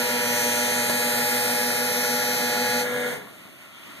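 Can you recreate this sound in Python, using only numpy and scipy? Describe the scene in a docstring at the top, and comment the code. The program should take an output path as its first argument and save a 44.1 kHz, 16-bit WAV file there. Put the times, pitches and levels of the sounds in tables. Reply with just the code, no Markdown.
"""A bright, hissing buzz comes first: fuel injectors on a test bench tick and spray 120 times a second.
The spinning fuel pump whines and beats against the buzz, and a few soft knocks come and go.
Near 2.8 s the injectors cut out; the pump runs on for a moment and dies away, leaving the workshop's
background. A hand-held pair of microphones moves slowly, so the tone of the buzz keeps shifting."""
import sys
import numpy as np
from scipy import signal
from scipy.fft import rfft, irfft
from scipy.io import wavfile
from scipy.ndimage import uniform_filter1d, map_coordinates

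SR = 44100
rng = np.random.default_rng(int(sys.argv[2]) if len(sys.argv) > 2 else 0)


def wav_out(sig):
    """Save sig, one row per channel (or a flat mono array), as 16-bit PCM at SR to the path in sys.argv[1]."""
    wavfile.write(sys.argv[1], SR, np.round(np.clip(np.atleast_2d(sig).T, -1, 1) * 32767).astype(np.int16))


N = 176400
TIME = np.arange(N) / SR

INJECTOR_HZ, INJECTORS_OFF_S = 119.88, 2.815
CONTACT_RING_MS, CONTACT_WIDTH_OCTAVES = 1.45, 0.86
MIDWAY_S = 1.4  # the tone tables give their levels at this moment
MIC_DELAY_S, SECOND_MIC_NOISE_DB = .000385, -1.5

# strong tones of the buzz:
# (multiple of the tick rate, level [dB], change as the microphones move [dB/s], left over right [dB])
BUZZ_TONES = [(1, -52, 0, 1), (2, -37.5, 0, -1), (4, -43, -1, 3), (5, -38.3, -1.3, -1), (6, -45.5, 2.5, 4),
              (7, -34, 2, 0), (8, -45.5, -6, 0), (10, -53, 2, 0), (11, -46, -1.5, 0), (12, -47, -1, 0),
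              (14, -40, 2, -3), (15, -39.5, .5, -3), (16, -43, -1.5, -2), (17, -42, .3, -2),
              (18, -45, 0, 0), (20, -38.5, -2, -2), (21, -37.5, 1, 0), (22, -47, -1, 0), (23, -46, -3, 0),
              (26, -44.5, 0, 0), (33, -40.5, 1.3, 0), (34, -44.5, .7, 0), (36, -41.5, 1.3, 0),
              (37, -46, 1.3, -2), (39, -45.5, 2, 0), (45, -44, 0, 0), (74, -45, -2, 0),
              (77, -47.5, -2.5, 0), (96, -45, 1, 0), (98, -47, -.5, 0)]
# how the buzz swells and dips: (time [s], gain [dB])
BUZZ_SWELL = [(0, 2), (.5, 3), (1.2, 2.5), (2.0, 0.5), (2.5, 2.5), (2.8, 2.5)]
# hits of the injector needles in each cycle: (time [ms], relative level [dB], centre of the ring [Hz])
NEEDLE_CONTACTS = [(5.9, -1.5, 3300), (7.0, 1, 9100), (.7, 1.5, 6200), (4.2, 2, 8700), (5.2, -5.5, 7200)]
# tone colour of the ticking: (frequency [Hz], level of each overtone [dB])
TICK_COLOUR = [(900, -70), (1600, -64), (2200, -76), (3100, -48.5), (4300, -50), (5400, -46.5), (7000, -48),
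               (8100, -52.5), (9000, -51.5), (12400, -46), (13400, -55)]
# hiss of the spray: (frequency [Hz], level [dB per Hz])
SPRAY_COLOUR = [(70, -112), (300, -89), (1500, -84), (3000, -80.5), (4800, -72.5), (7000, -74.5),
                (9500, -72), (12300, -77.5), (14000, -78)]
# how ticking and spray swell and dip together: (time [s], gain [dB])
TREBLE_SWELL = [(0, 7), (.4, 3), (.85, 0.7), (1.2, 0), (1.8, -3.3), (2.25, -1), (2.55, 4.5), (2.8, 2.5)]
# extra boost or cut for their highest part: (time [s], gain [dB])
TOP_SWELL = [(0, -9.5), (.2, -8.5), (.38, -1.8), (.7, -1), (.92, -0.2), (1.3, 1.5), (1.7, 3.5), (2.05, 2.7),
             (2.35, -0.5), (2.55, -6.5), (2.8, -4.5)]
# echoes off the bench: (delay [ms], change of delay along the microphones' path [ms], level [dB])
BENCH_ECHOES = [(.415, -.29, -15), (.18, -.14, -15), (.74, -.25, -16), (.675, .03, -18), (.97, .19, -18)]
# movement of the microphones: (time [s], share of the path covered [0 to 1])
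MIC_TRAVEL = [(0, 0), (.4, .3), (1.2, .62), (2.8, 1)]
# how fast the pump runs: (time [s], base rate of its whine, half the shaft's turns per second [Hz])
PUMP_SPIN = [(0, 49.23), (.93, 49.23), (1.07, 49.72), (1.2, 49.23), (2.8, 49.23), (3.05, 49.05),
             (3.3, 48.4)]
# tones of the pump's whine: # (multiple of that base rate, level [dB], change as the microphones move [dB/s],
# left over right [dB])
WHINE_TONES = [(4, -56, 0, 0), (5, -39.5, .3, 2), (10, -32.5, .6, 3), (12, -43, 1.2, 2), (15, -49, 1, 0),
               (20, -52, .5, 0), (30, -49, 1, 0), (34, -46, 4.5, -2), (39, -51, 3, -2)]
# how the whine swells and dips: (time [s], gain [dB])
WHINE_SWELL = [(0, 1), (.3, 3.5), (.8, -3.5), (1.6, 0.1), (2.5, 0), (2.8, 2), (3.05, 3)]
# whirr of the pump: (frequency [Hz], level [dB per Hz])
WHIRR_COLOUR = [(30, -104), (60, -104), (100, -72), (140, -67.5), (240, -64.5), (340, -71), (470, -59.5),
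                (560, -64.5), (950, -67), (1150, -70), (1320, -72.5), (1420, -57), (1550, -71),
                (1670, -59.5), (1780, -61), (1900, -63.5), (2150, -60), (2600, -75.5), (3600, -72.5),
                (5000, -86), (14000, -105)]
# hiss of flowing fuel: (frequency [Hz], level [dB per Hz])
FLOW_COLOUR = [(1000, -103), (3000, -74.5), (4000, -81.5), (4900, -83), (6500, -79), (9000, -78),
               (12000, -78.5), (14000, -78.5)]
# room noise: (frequency [Hz], level [dB per Hz])
ROOM_COLOUR = [(25, -100), (70, -86), (200, -78.5), (330, -77), (470, -88.5), (620, -76), (850, -92),
               (1500, -89.5), (3600, -89), (5200, -100), (8000, -94.5), (12500, -91.5), (14000, -97)]
# how the room noise swells and dips: (time [s], gain [dB])
ROOM_SWELL = [(3.3, 1), (3.45, -0.5), (3.55, -1.5), (3.65, -1.5), (3.75, -3), (3.9, 0.5)]
# mid-pitched rush of distant work: (frequency [Hz], level [dB per Hz])
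FAR_WORK_COLOUR = [(300, -111), (800, -83), (1080, -78), (1250, -79), (1420, -74), (1560, -85),
                   (1900, -77.5), (2550, -77.5), (2900, -80.5), (3400, -86), (5000, -93), (14000, -99)]
# how that rush swells and dips: (time [s], gain [dB])
FAR_WORK_SWELL = [(3.3, -6), (3.45, -3), (3.55, -7), (3.63, -1), (3.7, -5), (3.77, -1), (3.81, -2),
                  (3.87, 1), (3.93, 0), (3.98, 1)]
# bumps and scuffs: (time [s], level [dB per Hz], pitch [Hz], width [octaves], decay time [s])
SOFT_KNOCKS = [(.896, -50.5, 418, 1.56, 0.012), (1.172, -55, 720, .3, .025), (3.238, -69, 1070, .15, 0.016),
               (3.272, -69, 1070, 0.15, .02), (3.452, -69, 250, .6, 0.025), (3.468, -75, 797, .2, .015),
               (3.725, -78.5, 3300, 0.13, 0.18), (3.865, -71.5, 230, 0.64, .06)]


def from_db(db):
    """Turns decibels into a number to multiply a sound by."""
    return 10 ** (np.asarray(db) / 20)


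def in_time(rows):
    """Joins (time, value) points with straight lines, giving a value for every sample."""
    return np.interp(TIME, *np.transpose(rows))


def colour_gain(colour, hz):
    """Reads the gain at each frequency from a table of (frequency, level) points."""
    table_hz, db = np.transpose(colour)
    return from_db(np.interp(np.log(np.maximum(hz, 1)), np.log(table_hz), db))


def drift(rate_hz):
    """A smooth random wobble, typically about 1 in size; a higher rate wobbles faster."""
    step, warm_up = 100, 1000  # one random value every 100 samples
    memory = np.exp(-2 * np.pi * rate_hz * step / SR)
    white = rng.standard_normal(N // step + warm_up + 2)
    slow = signal.lfilter([1], [1, -2 * memory, memory ** 2], white)[warm_up:]
    return np.interp(np.arange(N) / step, np.arange(len(slow)), (slow - slow.mean()) / slow.std())


def running(off_s, fade_db_per_s):
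    """Full level until the switch-off time, then a steady fade."""
    return from_db(-fade_db_per_s * np.maximum(TIME - off_s, 0))


def part_above(sound, hz):
    """Keeps the part of a sound above a frequency."""
    return signal.sosfiltfilt(signal.butter(4, hz, "high", fs=SR, output="sos"), sound)


def mic_shares(second_db):
    """Shares a sound between the two microphones, with the second at second_db against the first."""
    gains = np.array([[1], [from_db(second_db)]])
    return gains / np.linalg.norm(gains)


def noise(colour, white=None):
    """Shapes white noise (fresh, unless given) into a tone colour at both microphones."""
    if white is None:
        white = rng.standard_normal((2, N))
    gain = colour_gain(colour, np.fft.rfftfreq(N, 1 / SR)) * np.sqrt(SR / 2)
    return mic_shares(SECOND_MIC_NOISE_DB) * irfft(rfft(white) * gain, N)


def stereo(mics):
    """Left and right: sum and difference of the microphones in the bass, each minus the delayed other above."""
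    hz = np.fft.rfftfreq(N, 1 / SR)
    first, second = rfft(mics)
    delay = np.exp(-2j * np.pi * hz * MIC_DELAY_S)
    blend = np.clip(4 * hz * MIC_DELAY_S - 1, 0, 1)  # rises from 0 to 1 through the middle pitches
    lows = (1 - blend) * np.array([first + second, first - second]) + blend * (first + second)
    highs = [first - delay * second, second - delay * first]
    return irfft(np.where(blend < 1, lows, highs), N)


def tones(cycles, rate_hz, table, waver_db):
    """Anything that repeats makes pure tones at multiples of its rate; here each wavers in level."""
    out = np.zeros((2, N))
    for row, (multiple, db, db_per_s, pan_db) in enumerate(table):
        phase = 2 * np.pi * multiple * cycles + row ** 2  # each tone starts at a different phase
        right_lag = np.pi * max(2 * multiple * rate_hz * MIC_DELAY_S - 1, 0)
        waver = waver_db * (.8 * drift(1.5) + .6 * drift(14))
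        level = from_db(db + db_per_s * (TIME - MIDWAY_S) + waver)
        pan = from_db([[pan_db / 2], [-pan_db / 2]])
        out += level * pan * np.sin([phase, phase - right_lag])
    return out


def needle_contacts(seconds):
    """Each hit of a needle sets off a short ring around its own pitch; returns their joint spectrum."""
    hz = np.maximum(np.fft.rfftfreq(len(seconds), seconds[1]), 1)
    out = 0
    for ms, db, centre_hz in NEEDLE_CONTACTS:
        age_ms = 1000 * ((seconds - ms / 1000) % (1 / INJECTOR_HZ))
        burst = rng.standard_normal((2, len(seconds))) * np.exp(-age_ms / CONTACT_RING_MS)
        out += rfft(burst) * from_db(db) / (1 + (np.log2(hz / centre_hz) / CONTACT_WIDTH_OCTAVES) ** 2)
    return out


def ticking(cycle_samples=2048, places=5, change=.45):
    """The same ring repeats every cycle, changing a little as the microphones pass from place to place."""
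    cycle_s = np.arange(cycle_samples) / cycle_samples / INJECTOR_HZ
    overtone_hz = np.arange(cycle_samples // 2 + 1) * INJECTOR_HZ
    level = colour_gain(TICK_COLOUR, overtone_hz) * cycle_samples / np.sqrt(2)
    level[[0] + [round(row[0]) for row in BUZZ_TONES]] = 0  # leave gaps for the buzz's tones
    level[overtone_hz > 14100] = 0
    shared_ring, out = needle_contacts(cycle_s), 0
    for place in np.eye(places):
        phase = np.angle(shared_ring + change * needle_contacts(cycle_s))
        one_cycle = irfft(level * np.exp(1j * phase))
        repeated = np.array([np.interp(TIME, cycle_s, mic, period=1 / INJECTOR_HZ) for mic in one_cycle])
        nearness = np.interp(TIME, np.linspace(0, INJECTORS_OFF_S, places), place)
        out += nearness * repeated
    return mic_shares(second_db=-16) * out


def spray():
    """Spraying fuel hisses in pulses that follow the needle hits."""
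    bursts = needle_contacts(TIME)
    smooth_power = uniform_filter1d(abs(bursts) ** 2, size=801)
    white = irfft(bursts / np.sqrt(smooth_power), N)  # even out the colour but keep the pulses
    return noise(SPRAY_COLOUR, white / white.std())


def with_bench_echoes(sound):
    """Short echoes shift as the microphones move, so peaks and dips wander through the treble."""
    travel, out = in_time(MIC_TRAVEL), sound
    for ms, change_ms, db in BENCH_ECHOES:
        source_s = TIME - (ms + change_ms * travel) / 1000
        echo = np.array([map_coordinates(mic, [source_s * SR], order=3) for mic in sound])
        out = out + from_db(db) * echo
    return out


def injectors():
    """Buzz, ticking and spray, which cut out together; the brightness shifts as the microphones move."""
    buzz = tones(INJECTOR_HZ * TIME, INJECTOR_HZ, BUZZ_TONES, waver_db=1) * from_db(in_time(BUZZ_SWELL))
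    treble = stereo(with_bench_echoes(ticking() + spray())) * from_db(in_time(TREBLE_SWELL))
    treble += part_above(treble, hz=3400) * (from_db(in_time(TOP_SWELL)) - 1)
    return (buzz + treble) * running(INJECTORS_OFF_S, fade_db_per_s=344)


def pump():
    """The spinning pump makes a whine, a whirr that throbs once a turn, and a hiss of flowing fuel."""
    speed = in_time(PUMP_SPIN)
    half_turns = np.cumsum(speed) / SR
    whine = tones(half_turns, speed.mean(), WHINE_TONES, waver_db=.9) * from_db(in_time(WHINE_SWELL))
    whine *= running(off_s=3.077, fade_db_per_s=162)
    throb = 1 + .13 * np.cos(2 * np.pi * 2 * half_turns)
    flicker = from_db(.34 * drift(19))
    whirr = throb * flicker * stereo(noise(WHIRR_COLOUR))
    rasp = part_above(whirr, hz=1100)  # the upper part of the whirr stops first
    low_whirr = (whirr - rasp) * running(off_s=3.153, fade_db_per_s=113)
    rasp *= running(off_s=3.11, fade_db_per_s=125)
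    flow = stereo(noise(FLOW_COLOUR)) * running(off_s=3.14, fade_db_per_s=225)
    return whine + low_whirr + rasp + flow


def workshop():
    """Room noise and a rush of distant work, there all along and uneven near the end."""
    room = noise(ROOM_COLOUR) * from_db(in_time(ROOM_SWELL))
    far_work = noise(FAR_WORK_COLOUR) * from_db(in_time(FAR_WORK_SWELL))
    return stereo(room + far_work)


def knocks():
    """Soft bumps and scuffs: each is a fading burst of noise that rings around its own pitch."""
    hz = np.maximum(np.fft.rfftfreq(N, 1 / SR), 1)
    white, spectrum = rng.standard_normal((2, N)), 0
    for start_s, db, pitch_hz, octaves, decay_s in SOFT_KNOCKS:
        burst = white * (TIME >= start_s) * np.exp(-abs(TIME - start_s) / decay_s)
        spectrum += rfft(burst) * from_db(db) / (1 + (np.log2(hz / pitch_hz) / octaves) ** 2)
    return stereo(mic_shares(SECOND_MIC_NOISE_DB) * irfft(spectrum, N) * np.sqrt(SR / 2))


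def scene():
    """The test bench and the workshop around it, added together."""
    return injectors() + pump() + knocks() + workshop()


def record(dry, low_cut_hz=67, high_cut_hz=14100):
    """Softens the deepest bass and sharply cuts the highest treble."""
    thinned = signal.sosfilt(signal.butter(2, low_cut_hz, "high", fs=SR, output="sos"), dry)
    return signal.sosfilt(signal.ellip(12, .1, 80, high_cut_hz, fs=SR, output="sos"), thinned)


dry = scene()
out = record(dry)
wav_out(out)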